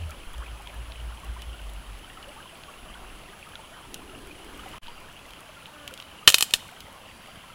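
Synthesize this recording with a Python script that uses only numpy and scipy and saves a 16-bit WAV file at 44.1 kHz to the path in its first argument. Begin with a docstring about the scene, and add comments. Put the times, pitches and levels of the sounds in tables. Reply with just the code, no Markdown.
"""A forest stream rushes and gurgles over rocks, a low throb sounds for the first two seconds, and close by
wet paste is rubbed into a raw bird. Insects whine and chirp, and a fly passes.
Late on comes one sharp, splintering crack, like firewood popping; it overloads the microphone.
Water, rubbing, ticks and splits use shaped noise or short rings; throb, fly and most insects use sine waves.
The trees' answer is the crack, insects and gulps smeared by fading noise."""
import sys
import numpy as np
from scipy import signal
from scipy.fft import rfft, irfft, next_fast_len
from scipy.io import wavfile
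from scipy.ndimage import uniform_filter1d, map_coordinates

SR = 44100
rng = np.random.default_rng(int(sys.argv[2]) if len(sys.argv) > 2 else 0)


def int16_out(signal):
    """Quantize to a 16-bit WAV file."""
    q = np.round(np.clip(np.atleast_2d(signal).T, -1, 1) * 32767)
    wavfile.write(sys.argv[1], SR, q.astype(np.int16))


N = 332514
TIME = np.arange(N) / SR

# strength of the stream, before a small trim of the rush: time_s, rush_db
STREAM_FLOW = [(0, -51.5), (3.9, -52), (4.45, -51.5), (4.7, -48.5), (5.1, -48.5), (7.54, -48.5)]
# tone colour of the rushing water: pitch_hz, relative_db (per Hz)
WATER_COLOUR = [(20, -10.5), (55, -5.5), (110, -9.5), (190, -9), (290, -14), (430, -16), (570, -12),
                (1300, -13.5), (1950, -18.5), (3100, -14.5), (3650, -22), (5500, -28), (9500, -30.5),
                (15500, -35)]
# families of bubbles and droplets: pitch_hz, spread (of log pitch), rate_per_s, life_cycles,
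# smallest_level_db (at average flow)
BUBBLE_FAMILIES = [(656.5, 0.205, 22, 39, -55), (1231, 0.168, 55, 51, -52), (2113, 0.219, 70, 36, -52.5),
                   (2893, 0.065, 90, 57.5, -51.5), (2890, 0.11, 16, 17, -43), (6000, 0.33, 16, 8, -47)]
# the biggest gulps among the rocks: start_s, length_s, start_hz, end_hz, peak_db
BIG_GULPS = [(0.111, 0.021, 2140, 2940, -47.5), (0.412, 0.037, 750, 2500, -46.5),
             (.46, 0.015, 2780, 2070, -45), (2.264, 0.056, 504, 670, -48.5), (2.36, 0.022, 844, 940, -46.5),
             (2.678, 0.023, 1140, 1130, -45.5), (3.025, 0.036, 692, 2240, -49),
             (3.553, 0.012, 1360, 1450, -45.5), (4.309, 0.0085, 2500, 2400, -43.5),
             (4.585, 0.031, 1144, 1380, -49), (4.657, 0.019, 815, 724, -45.5),
             (4.733, 0.034, 890, 1120, -48), (5.563, 0.025, 1370, 1410, -46),
             (5.671, 0.036, 860, 950, -48.5)]
GLUGS_PER_S, GLUG_HZ = 7, 949  # smaller gulps at random moments
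GLUG_RISE, GLUG_DB = 0.69, -53  # pitch rise per life, as a fraction; level of the smallest

# strokes of the hand: start_s, length_s, rumble_db, rubbing_db
HAND_STROKES = [(.1, 0.21, -47, -59), (.23, .22, -44, -77), (1.85, 0.58, -57, -65.5), (2.722, .6, -51, -67),
                (3.8, 0.66, -56.5, -56), (4.333, .5, -56.5, -56)]
STROKE_RISE_S, STROKE_FALL_S = .12, 0.16
REST_RUMBLE_DB, REST_RUB_DB, REST_END_S = -63.5, -67.5, 5.5  # light contact between the strokes
# the clearest wet ticks of the paste, before a shared delay and trim: start_s, level_db, treble_db
CLEAR_TICKS = [(0.106, -35, 19), (0.672, -31, -23), (0.9195, -29, -16), (1.4187, -29, 7), (2.2263, -33, -3),
               (2.635, -31, -28), (3.5538, -27, -19), (3.9421, -22, 12), (4.8315, -33, -5),
               (4.869, -29, -13), (4.8813, -27.5, -19), (5.3053, -32, 10), (5.3343, -28, -18),
               (5.4053, -35, 28), (5.6565, -28, -17), (5.8765, -19.5, 5.5), (5.938, -26.5, 14),
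               (5.975, -27, 3), (5.9998, -23, -11), (6.0227, -26.5, -3), (6.8039, -21.5, 5.5)]
# tone colour of a wet tick: pitch_hz, relative_db
TICK_COLOUR = [(200, -23), (1500, -18), (3000, 8.5), (4500, -5), (8000, -15), (16000, -22)]
FAINT_TICKS_PER_S, FAINT_TICK_DB = 7, -43.5  # level before the same trim
FAINT_SPREAD_DB, FAINT_TREBLE_DB = 4, 22  # level varies up and down by the spread

# the crack and its splinters: start_s, level_db (each part is set against it), treble_db, burst_t60_s
SPLITS = [(6.2757, 11.5, -9.5, 0.018), (6.2876, -6, -9, .015), (6.2919, -5, 7, 0.009),
          (6.3016, -6.5, 7, .012), (6.3226, -17.5, 7, 0.013), (6.3430, 1, -1.5, 0.015),
          (6.3836, -10.5, 13, 0.015), (6.4080, -7, 10, 0.015), (6.425, -4, 4, 0.015),
          (6.5085, -27.5, 4, .015), (6.5376, -1, -5.5, 0.015)]
# ringing modes of the wood: pitch_hz, relative_db (varied at random), t60_s (for a 0.017 s burst)
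WOOD_MODES = [(1200, -12.5, 0.026), (1560, -22.5, 0.015), (1830, -14, 0.033), (2537, -4.5, 0.027),
              (2670, -16, 0.015), (3020, -3, 0.028), (3175, -6, 0.013), (3636, -6, 0.025),
              (4250, -7.5, 0.031), (4700, -15, 0.0097), (5410, -15, 0.028), (7320, -12.5, 0.017),
              (9380, -24, .012)]
# tone colour of a split's noise: pitch_hz, relative_db
SPLIT_COLOUR = [(40, -30), (110, -18), (250, -34), (420, -12), (600, -13), (780, -8.5), (1000, -19.5),
                (1250, -9.5), (1700, -7.5), (2100, -22), (2700, 0.5), (4200, -3.5), (5500, -6.5),
                (8000, -6.5), (12000, -11), (16000, -19.5)]
THUMP_HZ, THUMP_T60_S, THUMP_DB = 84, 0.077, -46  # low push of a split, relative to its level

# swells of the low throb: peak_s, half_length_s (to 1/e of the peak), level_db
THROB_SWELLS = [(.045, .06, -35.5), (0.391, .04, -37.5), (.52, 0.054, -41.5), (.66, 0.065, -47.5),
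                (.8, 0.055, -38.5), (.9, .035, -42.5), (1.07, 0.092, -38), (1.301, .05, -37.5),
                (1.391, .04, -44), (1.491, .055, -39.5), (1.661, 0.074, -41), (1.769, .04, -40),
                (1.921, .055, -42)]
# pitch of the throb: time_s, pitch_hz
THROB_GLIDE = [(.05, 81.5), (.25, 51.9), (.42, 57.4), (.65, 50), (.8, 56.05), (1.48, 57.13), (1.62, 50.8),
               (2, 45.6)]
FLUTTER_DB = .6  # unsteadiness of the throb
# dull bumps of handling: start_s, pitch_hz, t60_s, starting_level_db
HANDLING_BUMPS = [(.27, 28, 0.28, -35), (4.826, 12.3, 0.95, -38)]
# the passing fly: time_s, wingbeat_hz, level_db
FLY_PASS = [(5.3, 279, -94), (5.66, 301, -70), (5.74, 299.3, -53), (5.85, 290.5, -51.5), (5.95, 280.5, -61),
            (6.15, 269.4, -69), (6.25, 272, -105)]

# steady insects: pitch_hz, wander_hz, level_db
INSECT_WHINES = [(10060, 7.2, -66.5), (15290, 40, -77.5)]
# bouts of chirping: first_call_s, end_s, call_period_s, base_peak_db
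CHIRP_BOUTS = [(0, 1.53, 0.19, -64), (1.63, 1.95, 0.18, -68), (2.075, 3.2, .205, -63),
               (3.39, 3.9, .205, -62), (3.965, 4.65, .192, -64)]
# pulses of one call: delay_s, added_db
CALL_PULSES = [(0, -0.5), (.048, -1), (.105, -8)]
CHIRP_HZ, CHIRP_FALL_HZ, PULSE_S = 8290, 190, 0.024
# insect trills: start_s, length_s, pitch_hz, level_db
INSECT_TRILLS = [(.65, .25, 6750, -82), (2.6, .2, 6640, -73), (3.6, 0.21, 6690, -77),
                 (4.827, 0.22, 4740, -66), (5.15, .45, 6750, -79), (5.38, .04, 9480, -65),
                 (5.61, 0.037, 9480, -61), (7.04, 0.35, 4680, -67), (7.15, .04, 9550, -65),
                 (7.34, .04, 9480, -64)]
# how long the trees answer: pitch_hz, t60_s
FOREST_DECAY = [(200, 0.54), (1200, 0.3), (3000, 0.64), (8000, 0.75), (15000, 0.84)]

# recording level; it dips briefly, and the end values hold before and after: time_s, gain_db
RECORDING_LEVEL = [(4.783, 4.5), (4.787, -20), (4.812, -43), (4.818, -11), (4.835, 1)]
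TOP_HZ = 15800  # nothing is kept from here up


def amp(db):
    """Turn decibels into a gain."""
    return 10 ** (np.asarray(db) / 20)


def unit(x):
    """Scale to an rms (average strength) of 1."""
    return x / np.sqrt(np.mean(x ** 2) + 1e-20)


def fade(t, t60):
    """Die away steadily, by 60 dB in t60."""
    return np.exp(-np.log(1000) * t / t60)


def gate(s, length, attack, release):
    """Rise, hold and fall of a sound that starts at s."""
    rise = (TIME - s) / attack
    fall = (s + length - TIME) / release
    return np.clip(np.minimum(rise, fall), 0, 1)


def along(points, hz):
    """Read between (pitch, value) points on a log pitch axis."""
    f, v = np.transpose(points)
    return np.interp(np.log(hz + 1), np.log(f + 1), v)


def curves(rows):
    """Give one value per sample for each column after the time."""
    s, *cols = np.transpose(rows)
    return [np.interp(TIME, s, c) for c in cols]


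def wobble(rate):
    """Draw a smooth random curve through rate random points a second."""
    return map_coordinates(rng.standard_normal(int(N * rate / SR) + 4), [TIME * rate])


def filtered(x, response):
    """Change the strength of each pitch in x by the given response."""
    m = next_fast_len(len(x) + 8192)  # spare room so the end does not wrap onto the start
    return irfft(rfft(x, m) * response(np.fft.rfftfreq(m, 1 / SR)), m)[:len(x)]


def band(hz, width_hz):
    """Make noise of rms 1 in a bell-shaped band of pitches."""
    return unit(filtered(rng.standard_normal(N), lambda f: np.exp(-.5 * ((f - hz) / width_hz) ** 2)))


def grit(spectrum, treble_db, size):
    """Make a short coloured noise of rms 1 with its treble raised or lowered."""
    shelf = [(3500, 0), (9000, treble_db)]
    return unit(filtered(rng.standard_normal(size), lambda f: amp(along(spectrum, f) + along(shelf, f))))


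def add(track, s, sound):
    """Mix a sound into the track at time s."""
    part = track[max(round(s * SR), 0):][:len(sound)]
    part += sound[:len(part)]


def stream():
    """White water with bubbles on top; both follow the flow."""
    flow_db, = curves(STREAM_FLOW)
    gurgle = np.zeros(N)
    for hz, spread, rate, cycles, db in BUBBLE_FAMILIES:
        gurgle += amp(db) * bubbles(hz, spread, rate, cycles, rise=0.13, size_db=4.0)
    glugs = bubbles(GLUG_HZ, spread=.4, rate=GLUGS_PER_S, cycles=60, rise=GLUG_RISE, size_db=2.5)
    gurgle += amp(GLUG_DB) * glugs
    white_water = amp(flow_db - 0.91) * rush(WATER_COLOUR, patchy_db=1.5)
    return white_water + amp(flow_db - flow_db.mean()) * gurgle


def rush(spectrum, patchy_db):
    """Noise of rms 1 whose low and middle bands surge in random patches, like tumbling water."""
    hz, _, z = signal.stft(rng.standard_normal(N), SR, nperseg=512)
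    field = uniform_filter1d(rng.standard_normal(z.shape), size=5, axis=0)  # blur across pitch
    field = unit(uniform_filter1d(field, size=10, axis=1))  # blur across time
    depth_db = along([(3500, patchy_db), (6000, .3)], hz)[:, None]
    patchy = signal.istft(z * amp(depth_db * field), nperseg=512)[1][:N]
    return unit(filtered(patchy, lambda f: amp(along(spectrum, f))))


def bubbles(hz, spread, rate, cycles, rise, size_db):
    """Each bubble rings briefly and rises in pitch as it nears the surface."""
    u = rng.random((int(rate * N / SR), 4))
    # turn two even random numbers into one bell-shaped one
    normal = np.sqrt(-2 * np.log(1 - u[:, 1])) * np.cos(2 * np.pi * u[:, 2])
    pitch = hz * np.exp(spread * normal)[:, None]
    size = amp(size_db * np.minimum(-np.log(1 - u[:, 3]), 4))[:, None]  # many small, few large
    t = np.arange(int(1.5 * cycles / hz * SR)) / SR
    age = t * pitch / cycles  # 1 = one life
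    tone = np.sin(2 * np.pi * pitch * t * (1 + rise * age / 2))
    onset = 1 - np.exp(-t * pitch / 2)
    ring = size * tone * fade(age, 0.88) * onset
    at = (u[:, :1] * N).astype(int) + np.arange(len(t))
    return np.bincount(at.ravel(), ring.ravel(), N)[:N]


def gulps():
    """Large pockets of air ring and glide in pitch as they close."""
    out = np.zeros(N)
    for s, length, start_hz, end_hz, db in BIG_GULPS:
        u = np.linspace(0, 1, int(length * SR))
        phase = 2 * np.pi * np.cumsum(start_hz * (end_hz / start_hz) ** u) / SR
        swell = np.sin(np.pi * u ** 0.73)  # peaks before the middle
        add(out, s, amp(db) * swell * np.sin(phase))
    return out


def hands():
    """Each stroke's pressure brings dull rumble and soft rubbing, both bands of noise."""
    contact = gate(0, REST_END_S, STROKE_RISE_S, STROKE_FALL_S)
    rumble, rub = amp(REST_RUMBLE_DB) * contact, amp(REST_RUB_DB) * contact
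    for s, length, rumble_db, rub_db in HAND_STROKES:
        pressure = gate(s, length, STROKE_RISE_S, STROKE_FALL_S)
        rumble = np.hypot(rumble, amp(rumble_db) * pressure)  # add as power
        rub = np.hypot(rub, amp(rub_db) * pressure)
    return rumble * band(28, 27) + rub * band(339, 100)


def paste():
    """Wet ticks are dying bursts of noise: some clear ones among faint, bright ones at random moments."""
    out, t = np.zeros(N), np.arange(2048) / SR
    envelope = fade(t, 0.0093) + amp(-16.5) * fade(t, 0.069)  # a snap and a weak tail
    faint = []
    for u, v in rng.random((int(FAINT_TICKS_PER_S * N / SR), 2)):
        faint.append((u * N / SR, FAINT_TICK_DB + FAINT_SPREAD_DB * (2 * v - 1), FAINT_TREBLE_DB))
    for s, db, treble_db in list(CLEAR_TICKS) + faint:
        add(out, s + 0.0011, amp(db - 8.5) * envelope * grit(TICK_COLOUR, treble_db, size=len(t)))
    return out


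def cracks():
    """Each split is a noise burst that rings the wood's modes; the ground and things nearby throw it back."""
    out, t = np.zeros(N), np.arange(8192) / SR
    hz, mode_db, t60 = np.transpose(WOOD_MODES)[:, :, None]
    for s, db, treble_db, life in SPLITS:
        strength = amp(mode_db + 1.46 * rng.standard_normal(hz.shape)) * rng.choice([-1, 1], hz.shape)
        modes = strength * np.sin(2 * np.pi * hz * t) * fade(t, t60 * life / 0.017)
        ring = modes.sum(0)
        burst = grit(SPLIT_COLOUR, treble_db, size=len(t)) * fade(t, life)
        bounce = grit(SPLIT_COLOUR, treble_db - 8, size=len(t)) * fade(t, 0.004)  # off the rough ground
        scatter = grit(SPLIT_COLOUR, treble_db + 7.5, size=len(t))  # off things nearby
        scatter = scatter * fade(t, 0.078) * (1 - np.exp(-t / .003))
        thump = np.sin(2 * np.pi * THUMP_HZ * t) * fade(t, THUMP_T60_S)
        add(out, s, amp(db) * (amp(-9) * ring + amp(-7.0) * burst + amp(-20.0) * scatter))
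        add(out, s, amp(db + THUMP_DB) * thump)
        add(out, s + .0026, amp(db - 12.5) * bounce)
    return out


def throb():
    """A fluttering low tone with a weak octave and some noise comes in swells and sinks at the end."""
    hz, = curves(THROB_GLIDE)
    phase = 2 * np.pi * np.cumsum(hz) / SR
    power = sum((amp(db) * np.exp(-((TIME - s) / half) ** 2)) ** 2 for s, half, db in THROB_SWELLS)
    flutter = amp(FLUTTER_DB * wobble(24.3))
    tone = np.sin(phase) + amp(-20) * np.sin(2 * phase) + amp(-14) * band(62, 42)
    return np.sqrt(power) * flutter * unit(tone)


def bumps():
    """Soft knocks of handling reach the microphone as a few slow, dying swings."""
    out, t = np.zeros(N), np.arange(SR // 2) / SR
    for s, hz, t60, db in HANDLING_BUMPS:
        add(out, s, amp(db) * np.sin(2 * np.pi * hz * t) * fade(t, t60))
    return out


def fly():
    """Wingbeats make a faint buzz of six harmonics that sinks in pitch as the fly passes."""
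    hz, db = curves(FLY_PASS)
    phase = 2 * np.pi * np.cumsum(hz) / SR
    harmonics_db = [-3, 0.5, -24, -5, -2, -5.5]
    buzz = sum(amp(level) * np.sin((k + 1) * phase) for k, level in enumerate(harmonics_db))
    return amp(db) * unit(buzz)


def insects():
    """Wavering tones whine, evenly paced calls chirp in falling pulses, and narrow noise makes trills."""
    out = np.zeros(N)
    for hz, wander_hz, db in INSECT_WHINES:
        phase = 2 * np.pi * np.cumsum(hz + wander_hz * wobble(120)) / SR
        out += amp(db) * unit(np.sin(phase))
    u = np.linspace(0, 1, int(PULSE_S * SR))
    phase = 2 * np.pi * np.cumsum(CHIRP_HZ - CHIRP_FALL_HZ * u) / SR
    pulse = np.sin(np.pi * u) * np.sin(phase)
    for start, end, period, db in CHIRP_BOUTS:
        for s in np.arange(start, end, period):
            for delay, pulse_db in CALL_PULSES:
                add(out, s + delay, amp(db + pulse_db + rng.normal(0, 1.3)) * pulse)
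    for s, length, hz, db in INSECT_TRILLS:
        swell = np.sqrt(np.abs(np.sin(np.pi * np.clip((TIME - s) / length, 0, 1))))
        out += amp(db) * swell * band(hz, 75)
    return out


def trees(x):
    """The forest's thin, diffuse answer: many scattered echoes, modelled as noise that dies away."""
    hz, t, z = signal.stft(rng.standard_normal(SR), SR, nperseg=256)
    tail = signal.istft(z * fade(t, along(FOREST_DECAY, hz)[:, None]), SR, nperseg=256)[1]
    return signal.fftconvolve(x, tail / np.linalg.norm(tail))[:N]


def scene():
    """All sources meet at one microphone; gulps and insects get more echo than the crack."""
    crack, far = cracks(), gulps() + insects()
    direct = stream() + far + hands() + paste() + crack + throb() + bumps() + fly()
    return (direct + amp(-22.5) * trees(crack) + amp(-15) * trees(far))[None]


def record(dry):
    gain_db, = curves(RECORDING_LEVEL)
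    clipped = np.clip(dry[0] * amp(gain_db), -1, 1)
    return filtered(clipped, lambda hz: hz < TOP_HZ)[None]


dry = scene()
out = record(dry)
int16_out(out)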